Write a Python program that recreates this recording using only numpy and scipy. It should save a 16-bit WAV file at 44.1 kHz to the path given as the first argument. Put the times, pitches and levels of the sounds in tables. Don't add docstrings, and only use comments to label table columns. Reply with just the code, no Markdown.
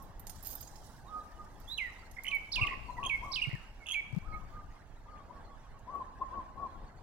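import sys
import numpy as np
from scipy import signal
from scipy.fft import rfft, irfft
from scipy.io import wavfile
from scipy.ndimage import uniform_filter1d

SR = 44100
rng = np.random.default_rng(int(sys.argv[2]) if len(sys.argv) > 2 else 0)


def unload_audio(sound):
    columns = np.transpose(np.atleast_2d(sound))
    steps = np.round(np.clip(columns, -1, 1) * 32767)
    wavfile.write(sys.argv[1], SR, steps.astype(np.int16))


def rack_gain(trim_db):
    fader = np.asarray(trim_db, float)
    return 10 ** (fader / 20)


N = 309596
PORT_LAG_S = 6.5e-5


def rms_one(x):
    return x / np.sqrt(np.mean(x ** 2) + 1e-20)


def drift(rate_hz, channels=1):
    step = 40
    pole = np.exp(-2 * np.pi * rate_hz * step / SR)
    noise = rng.standard_normal((channels, N // step + 2002))
    slow = signal.lfilter([1], [1, -2 * pole, pole * pole], noise)[:, 2000:]
    return np.array([np.interp(np.arange(N) / step, np.arange(len(s)), rms_one(s)) for s in slow])


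def in_time(rows):
    s, *columns = np.transpose(rows)
    return [np.interp(np.arange(N) / SR, s, c) for c in columns]


def delayed(x, lag_s):
    turn = np.exp(-2j * np.pi * np.fft.rfftfreq(N, 1 / SR) * lag_s)
    return irfft(rfft(x) * turn, N)


def placed(x, right_db):
    far = rack_gain(-abs(right_db)) * delayed(x, PORT_LAG_S)
    return np.array([far, x] if right_db > 0 else [x, far])


def echo(x, t60):
    t = np.arange(int(1.6 * SR)) / SR
    build_up = np.clip(t / 0.004, 0, 1) ** 2
    tail = rng.standard_normal((2, len(t))) * rack_gain(-60 * t / t60) * build_up
    tail /= np.sqrt(np.sum(tail ** 2, axis=1, keepdims=True))
    return signal.fftconvolve(x[None], tail, axes=1)[:, :N]


def coloured(spectrum, alike):
    hz = np.fft.rfftfreq(N, 1 / SR) + 1
    points = np.array(spectrum)
    shape = rack_gain(np.interp(np.log(hz), np.log(points[:, 0]), points[:, 1], left=-60, right=-60))
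    shared, left, right = irfft(rfft(rng.standard_normal((3, N))) * shape, N)
    common = np.sqrt(alike) * np.array([delayed(shared, PORT_LAG_S), shared])
    own = np.sqrt(1 - alike) * np.array([left, right])
    return rms_one(common + own)


def patchy(x, depth_db):
    cells = signal.stft(x, nperseg=512)[2]
    luck = rng.standard_normal(cells.shape[1:])
    luck = uniform_filter1d(luck, size=2, axis=0)
    luck = uniform_filter1d(luck, size=4, axis=1)
    flickering = cells * rack_gain(depth_db * rms_one(luck))
    return rms_one(signal.istft(flickering, nperseg=512)[1][:, :N])


def whistle(notes, smooth_s, edge_s, overtones_db, rough_db, rough_rate):
    tone, overtones = np.zeros((2, N))
    for note in notes:
        s, hz, db = np.transpose(note)
        i = np.arange(max(int(s[0] * SR), 0), min(int(s[-1] * SR), N))
        t = i / SR
        pitch = np.interp(t, s, hz)
        pitch = uniform_filter1d(pitch, max(int(smooth_s * SR), 1), mode="nearest")
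        phase = 2 * np.pi * np.cumsum(pitch) / SR
        edges = np.clip(np.minimum(t - s[0], s[-1] - t) / edge_s, 0, 1)
        level = np.sqrt(2) * rack_gain(np.interp(t, s, db)) * edges
        tone[i] += level * np.sin(phase)
        level = level * np.clip(pitch / 3150, 0, 1) ** 13 * np.clip(3300 / pitch, .8, 1) ** 11
        for k, overtone_db in enumerate(overtones_db, start=2):
            overtones[i] += level * rack_gain(overtone_db) * np.sin(k * phase) * (k * pitch < 15500)
    overtones *= .5 + drift(250)[0]
    overtones = signal.sosfilt(signal.butter(4, 6000, "high", fs=SR, output="sos"), overtones)
    return (tone + overtones) * rack_gain(rough_db * drift(rough_rate)[0])


# f/Hz, relative spectral density level/dB
AIR_SPECTRUM = [(530, -43), (900, -1), (1790, -5.5), (2420, -15), (4410, -20.5), (7960, -25.5),
                (14200, -41.5), (16000, -50)]


def air():
    sway_db = 1.0 * drift(6)
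    bed = patchy(coloured(AIR_SPECTRUM, alike=0.47), depth_db=4.5)
    return rack_gain(-63.5 + sway_db + [[-1.5], [1.5]]) * bed


# t/s, level/dB (mean of the ports)
RUSH_LEVEL = [(0, -59.5), (1.7, -61), (2.3, -61), (3.5, -66), (3.9, -63), (5.2, -64.5), (5.4, -57.5),
              (5.8, -64), (7.02, -60)]
# f/Hz, relative spectral density level/dB
RUSH_SPECTRUM = [(120, -43), (200, -7.5), (419, -12.5), (568, -10.5), (862, -7), (1000, -14.5), (1300, -27),
                 (2200, -120)]


def rush():
    rush_db, = in_time(RUSH_LEVEL)
    level = rack_gain(rush_db + 1.5 * drift(7) + [[-1.2], [1.2]])
    return level * coloured(RUSH_SPECTRUM, alike=.7)


# t/s, level/dB (mean of the ports), left minus right level/dB
WIND_LEVEL = [(0.0, -50.5, 1), (2.5, -55, 0.5), (2.58, -47.5, 14), (3.38, -49, -2.5), (4.1, -57, 3),
              (4.36, -44, 15), (4.55, -50, 3), (4.91, -55.5, -2), (7.02, -50.5, 1)]
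# f/Hz, relative spectral density level/dB
WIND_SPECTRUM = [(12, -29), (20, 6), (96, -7.5), (166, -14.5), (198, -17), (400, -29.5), (520, -42),
                 (880, -120)]


def wind():
    wind_db, pan_db = in_time(WIND_LEVEL)
    level = rack_gain(wind_db + pan_db * [[.5], [-.5]] + 2.7 * drift(18, channels=2))
    return level * coloured(WIND_SPECTRUM, alike=0.82)


# t/s, peak level/dB, f/Hz, sign of the peak (+1 or -1), port (0 left, 1 right)
LOW_KNOCKS = [(2.625, -24, 112, 1, 0), (3.483, -26.5, 130, 1, 1), (3.5418, -26.5, 128, -1, 0),
              (4.139, -28, 126, 1, 0), (4.175, -22, 168, -1, 0)]


def knocks():
    out = np.zeros((2, N))
    t = np.arange(-.0113 * SR, .0113 * SR) / SR
    for s, peak_db, hz, sign, port in LOW_KNOCKS:
        at = int((s + t[0]) * SR)
        pulse = np.cos(2 * np.pi * hz * t) * np.exp(-(t * hz / 1.56) ** 2)
        out[int(port > .5), at:at + len(t)] += np.sign(sign) * rack_gain(peak_db) * pulse
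    return out


# t/s, level/dB before the port offsets
RUSTLE_LEVEL = [(0, -71), (.25, -81), (.3, -66), (.41, -62), (.45, -70), (.54, -65), (.58, -58), (.7, -64),
                (.93, -65), (1.06, -73), (1.3, -71.5), (1.5, -73), (1.75, -68.5), (2.05, -72.5),
                (3.07, -71), (3.3, -67.5), (3.56, -74), (7.02, -98)]
# f/Hz, relative spectral density level/dB
RUSTLE_SPECTRUM = [(2200, -30), (3000, -6), (5500, 1), (9000, -5.5), (13500, -10), (16000, -11)]


def rustle():
    rustle_db, = in_time(RUSTLE_LEVEL)
    flicker_db = 1.2 * drift(10) + 1.5 * drift(90)
    noise = patchy(coloured(RUSTLE_SPECTRUM, alike=0.17), depth_db=5.0)
    return rack_gain(rustle_db + flicker_db + [[-7], [4]]) * noise


# t/s, length/s, start f/Hz, end f/Hz, level/dB at the middle before placing and echo
DISTANT_CHIRPS = [(1.058, .043, 3920, 3650, -66), (1.199, .022, 3900, 3870, -63),
                  (1.983, .024, 4650, 4550, -59), (2.85, .09, 4700, 4000, -66), (4.3, .05, 4800, 3900, -69),
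                  (5.096, .05, 4930, 4200, -71), (5.43, .05, 4850, 4000, -69), (6.69, .05, 4420, 3900, -72),
                  (6.855, .04, 4580, 4300, -71), (6.96, .04, 4700, 4200, -72)]


def chirps_and_speckle():
    speckle = []
    for when, long, high, loud in rng.random((50, 4)):
        hz = 1500 * (5200 / 1500) ** high
        speckle.append((when * (N / SR - .1), 0.016 + 0.0587 * long, hz, .88 * hz, -80 + 8 * loud))
    glides = [[(s, hz, db - 9), (s + length / 2, (hz + 2 * end_hz) / 3, db), (s + length, end_hz, db - 7)]
              for s, length, hz, end_hz, db in DISTANT_CHIRPS + speckle]
    tones = whistle(glides, smooth_s=.004, edge_s=.008, overtones_db=[], rough_db=4.5, rough_rate=70)
    return rack_gain(-3) * placed(tones, right_db=3) + rack_gain(-5) * echo(tones, .2)


def shake(start, end, db, loudest_hz, count=14):
    return [(start + (end - start) * (k + late) / count, db - 7 * weak, loudest_hz)
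            for k, (late, weak) in enumerate(rng.random((count, 2)))]


# t/s, relative level/dB, f/Hz of the loudest ring
TOUCHES = [(0.0243, -54, 13400), (0.195, -47.5, 13600), (0.2689, -39, 8950), (0.2953, -37.5, 8900),
           (0.3565, -49.5, 8750), (.608, -42, 13500), (0.6266, -44, 6900), (0.673, -45, 6860),
           (0.756, -46.5, 5400), (1.6, -60.5, 13400), (1.685, -60, 14500), (1.725, -56, 14500),
           (2.1115, -49, 9400), (2.2355, -45.5, 10800), (2.3477, -49, 12800), (5.79, -61.5, 7400),
           (5.9494, -65, 11400)]
# start t/s, end t/s, relative level/dB, f/Hz of the loudest ring
METAL_SHAKES = [(0.422, 0.552, -42.5, 14400), (0.441, 0.534, -49, 6000)]
# f/Hz, relative level/dB, 60 dB decay time t/s
METAL_MODES = [(5400, -3, .012), (6600, 0, .02), (7500, -4, .015), (9100, -4, .012), (10800, -4, .012),
               (11400, -6, .015), (12800, -3, .015), (13200, -5, .015), (13650, 0, .025), (14500, -5, .012)]


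def jingle():
    touches = TOUCHES + [touch for row in METAL_SHAKES for touch in shake(*row)]
    s, peak_db, loudest_hz = np.transpose(touches)
    at = (s * SR).astype(int)
    luck_db = rng.normal(0, 3, (len(s), len(METAL_MODES)))
    grit = rng.standard_normal(N) * rack_gain(7.1 * rng.standard_normal(N))

    def clatter(level_db):
        strikes = np.full(N, 1e-18)
        strikes[at] = rack_gain(level_db)
        return grit * signal.lfilter([1], [1, -np.exp(-1 / (.007 * SR))], strikes)

    out = np.zeros(N)
    for k, (hz, level_db, t60) in enumerate(METAL_MODES):
        octaves_off = np.abs(np.log2(hz / loudest_hz))
        drive = clatter(peak_db + level_db - 19 + luck_db[:, k] - 20.5 * octaves_off)
        r, w = rack_gain(-60 / (t60 * SR)), 2 * np.pi * hz / SR
        out += signal.lfilter([0, np.sin(w)], [1, -2 * r * np.cos(w), r * r], drive)
    crack = clatter(peak_db - 10.5)
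    out += signal.sosfilt(signal.butter(2, 4200, "high", fs=SR, output="sos"), crack)
    return placed(out, right_db=13) + rack_gain([[-18], [-11]]) * echo(out, .3)


SCOOP_S, FADE_S = .025, 0.024


def coo(s, span, top_hz, db, swell_db, scoop, sag, dip_db_per_s, middle_db):
    first = s + SCOOP_S
    dip_db = dip_db_per_s * span
    return [(s, top_hz * (1 - 1.505 * scoop), db - 12),
            (first, top_hz * (1 - scoop), db),
            (first + 0.018, top_hz, db - dip_db),
            (first + span / 2, top_hz * (1 - 0.36 * sag), db + swell_db / 2 + middle_db),
            (first + 0.802 * span, top_hz * (1 - 0.34 * sag), db + 2.2 * swell_db - dip_db),
            (first + span, top_hz * (1 - sag), db + swell_db),
            (first + span + FADE_S, top_hz * (1 - 0.84 * sag), db + swell_db - 17.5)]


def hoot(s, hz, db):
    return [(s - SCOOP_S, hz, db - 22), (s, hz, db), (s + FADE_S, 1.1 * hz, db - 27)]


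# t/s, first to last throb t/s, top f/Hz, level/dB of the first throb,
# swell from first to last level/dB, first throb's pitch below the top [fraction]
LEFT_COOS = [(2.572, 0.13, 1188, -35, 0.1, 0.13), (2.967, .075, 1161, -38.5, 1.5, 0.16),
             (3.21, 0.079, 1179, -40, 0.5, 0.16), (5.064, .12, 1257, -50, -0.5, 0.04),
             (5.871, 0.12, 1164, -36, 0, .115), (6.305, 0.073, 1148, -40, 3.5, 0.1),
             (6.566, 0.0766, 1150, -40, 3, 0.05)]
RIGHT_COOS = [(-.03, 0.057, 1093, -53.5, -6, 0.022), (1.055, .13, 1265, -50, 5, 0.13),
              (1.35, 0.074, 1240, -52, -4, 0.011), (2.25, 0.059, 1144, -60, 4.5, 0.014),
              (4.219, 0.14, 1275, -55, 7.5, 0.15), (4.516, 0.07, 1239, -52.5, 0.5, 0.023),
              (5.299, 0.066, 1137, -62.5, 5, 0.022), (5.47, .05, 1140, -55, -2, 0.016),
              (5.715, 0.037, 1125, -60.5, -3, 0.021)]
# t/s of the throb, f/Hz, level/dB
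LEFT_HOOTS = [(2.9, 980, -35), (5.31, 977, -46), (6.225, 1054, -26.5)]


def doves():
    left = [coo(*row, sag=0.117, dip_db_per_s=95.5, middle_db=.6) for row in LEFT_COOS]
    left += [hoot(*row) for row in LEFT_HOOTS]
    right = [coo(*row, sag=0.043, dip_db_per_s=14, middle_db=7) for row in RIGHT_COOS]
    left = whistle(left, smooth_s=0.0059, edge_s=0.014, overtones_db=[], rough_db=2.5, rough_rate=70)
    right = whistle(right, smooth_s=0.0047, edge_s=0.0038, overtones_db=[], rough_db=2.5, rough_rate=26)
    direct = placed(left, right_db=-7.5) + placed(right, right_db=9.0)
    coos = direct + rack_gain(-8) * echo(left + right, 0.73)
    swell = uniform_filter1d(np.abs(coos[0]), int(0.051 * SR)) ** 0.61
    low_rush = swell * coloured(RUSH_SPECTRUM, alike=0.89) * rack_gain([[1.5], [-1.5]])
    return coos + rack_gain(-28) * low_rush


def shaped(shape, rows):
    return [[(s + stretch * after, ratio * hz, db + more_db) for after, hz, more_db in shape]
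            for s, stretch, ratio, db in rows]


# t/s after its start, pitch ratio to the held note, level/dB re the slide
SLIDE_DROP = [(0, 2.1, -20), (.004, 1.52, -18), (.007, 1.18, 0), (.012, 1.04, -2.5)]


def slide(s, length, hz, db, swell_db):
    landed = SLIDE_DROP[-1][0]
    held, sag = length - landed, 0.036
    hold = [(landed + .25 * held, 1, -0.5), (landed + .75 * held, 1 - sag / 2, swell_db),
            (landed + .9 * held, 1 - sag, swell_db - 3), (length, 1 - 1.5 * sag, -10)]
    return [(s + after, ratio * hz, db + more_db) for after, ratio, more_db in SLIDE_DROP + hold]


def peep(s, length, hz, end_hz, db):
    return [(s, hz, db - 9), (s + length / 2, (hz + end_hz) / 2, db), (s + length, end_hz, db - 9)]


def trill(start, end, period, low_hz, high_hz, low_db, high_db):
    cycle = [(0, 1.08 * low_hz, low_db - 16), (.25, low_hz, low_db), (.45, .88 * low_hz, low_db - 14),
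             (.55, .97 * high_hz, high_db - 14), (.75, high_hz, high_db)]
    return [(s + period * part, hz * rng.normal(1, .02), db + rng.normal(0, 2.5))
            for s in np.arange(start, end, period) for part, hz, db in cycle]


# t/s, f/Hz, level/dB
OPENING_ARCH = [(1.672, 3370, -66), (1.68, 3350, -49.5), (1.721, 3890, -37.5), (1.745, 4008, -37),
                (1.766, 4016, -58.5), (1.785, 2830, -30), (1.797, 2336, -35), (1.815, 2100, -32.5),
                (1.885, 1868, -42.5)]
# t/s after its start, f/Hz, level/dB re the row below
WARBLE_SHAPE = [(0, 4000, -18), (.004, 4500, -5), (.009, 5280, -3), (.013, 5600, -1), (.017, 4350, -4),
                (.021, 3520, -2), (.027, 4250, 1), (.036, 5080, -2.5), (.040, 4300, -5), (.045, 3000, 4),
                (.056, 2600, 1.5), (.089, 2230, -4)]
# t/s, time stretch [ratio], pitch [ratio], level/dB
WARBLE_TIMES = [(2.516, .98, .98, -31.5), (3.314, 1.04, 1.02, -33.5)]
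# t/s after its start, f/Hz, level/dB re the row below
TURN_SHAPE = [(0, 2100, -13), (.006, 2780, -3), (.014, 2790, 0), (.020, 2300, -11), (.026, 2820, -3),
              (.030, 2720, -2), (.037, 2150, -9), (.052, 2150, -20)]
# t/s, time stretch [ratio], pitch [ratio], level/dB
TURN_TIMES = [(2.61, 0.9, .99, -22), (3.414, 1, 1.02, -26.5)]
# t/s, length/s, held f/Hz, level/dB, swell of the held note level/dB
SONG_SLIDES = [(2.309, .066, 2290, -29.5, 2.5), (2.664, .018, 2480, -30, -3),
               (3.091, .071, 2240, -28.5, .6), (3.938, .07, 2310, -28.5, -3)]
# t/s, length/s, start f/Hz, end f/Hz, level/dB at the middle
SONG_PEEPS = [(2.165, 0.015, 2310, 1850, -41.5), (2.182, .015, 2050, 2160, -34.5),
              (2.277, 0.015, 2970, 3080, -28.5), (2.298, 0.021, 2130, 2200, -47),
              (2.967, 0.031, 2024, 1860, -44), (3.059, 0.018, 3270, 3137, -30.5),
              (3.477, 0.013, 2370, 2180, -43), (3.55, 0.018, 1865, 1730, -46.5),
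              (3.802, 0.052, 2260, 2110, -52), (3.91, 0.027, 3175, 3330, -31),
              (3.931, 0.023, 2190, 2210, -40), (4.324, 0.042, 2148, 2250, -45)]
# start t/s, end t/s, period/s, low f/Hz, high f/Hz, low level/dB, high level/dB
SONG_TRILLS = [(2.243, 2.276, .0145, 2200, 3030, -33, -33), (2.286, 2.29, .011, 2650, 3010, -30, -31),
               (2.681, 2.745, .0138, 2070, 2750, -33, -39), (3.029, 3.06, .013, 2680, 3200, -31, -34),
               (3.499, 3.545, .013, 2080, 2780, -38, -41), (3.859, 3.88, .0128, 2750, 3380, -35, -34),
               (3.8846, 3.915, .0125, 2800, 3340, -30, -31)]
OVERTONE_LEVELS = [-11.5, -15, -29.5]


def songbird():
    notes = [OPENING_ARCH] + shaped(WARBLE_SHAPE, WARBLE_TIMES) + shaped(TURN_SHAPE, TURN_TIMES)
    notes += [slide(*row) for row in SONG_SLIDES]
    notes += [peep(*row) for row in SONG_PEEPS]
    notes += [trill(*row) for row in SONG_TRILLS]
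    voice = whistle(notes, smooth_s=.0009, edge_s=.0025, overtones_db=OVERTONE_LEVELS,
                    rough_db=1.6, rough_rate=140)
    dulled = signal.sosfilt(signal.butter(1, 3600, fs=SR, output="sos"), voice)
    far_echo = rack_gain([[-12], [-10]]) * echo(dulled, 0.72)
    tree_echo = rack_gain(-12) * echo(voice, 0.21)
    return placed(voice, right_db=10.5) + far_echo + tree_echo


def scene():
    beds = air() + rush() + wind() + rustle()
    return beds + knocks() + chirps_and_speckle() + jingle() + doves() + songbird()


def band_limit(x):
    return signal.sosfilt(signal.butter(12, 16500, fs=SR, output="sos"), x)


def record(dry):
    return band_limit(dry)


dry = scene()
out = record(dry)
unload_audio(out)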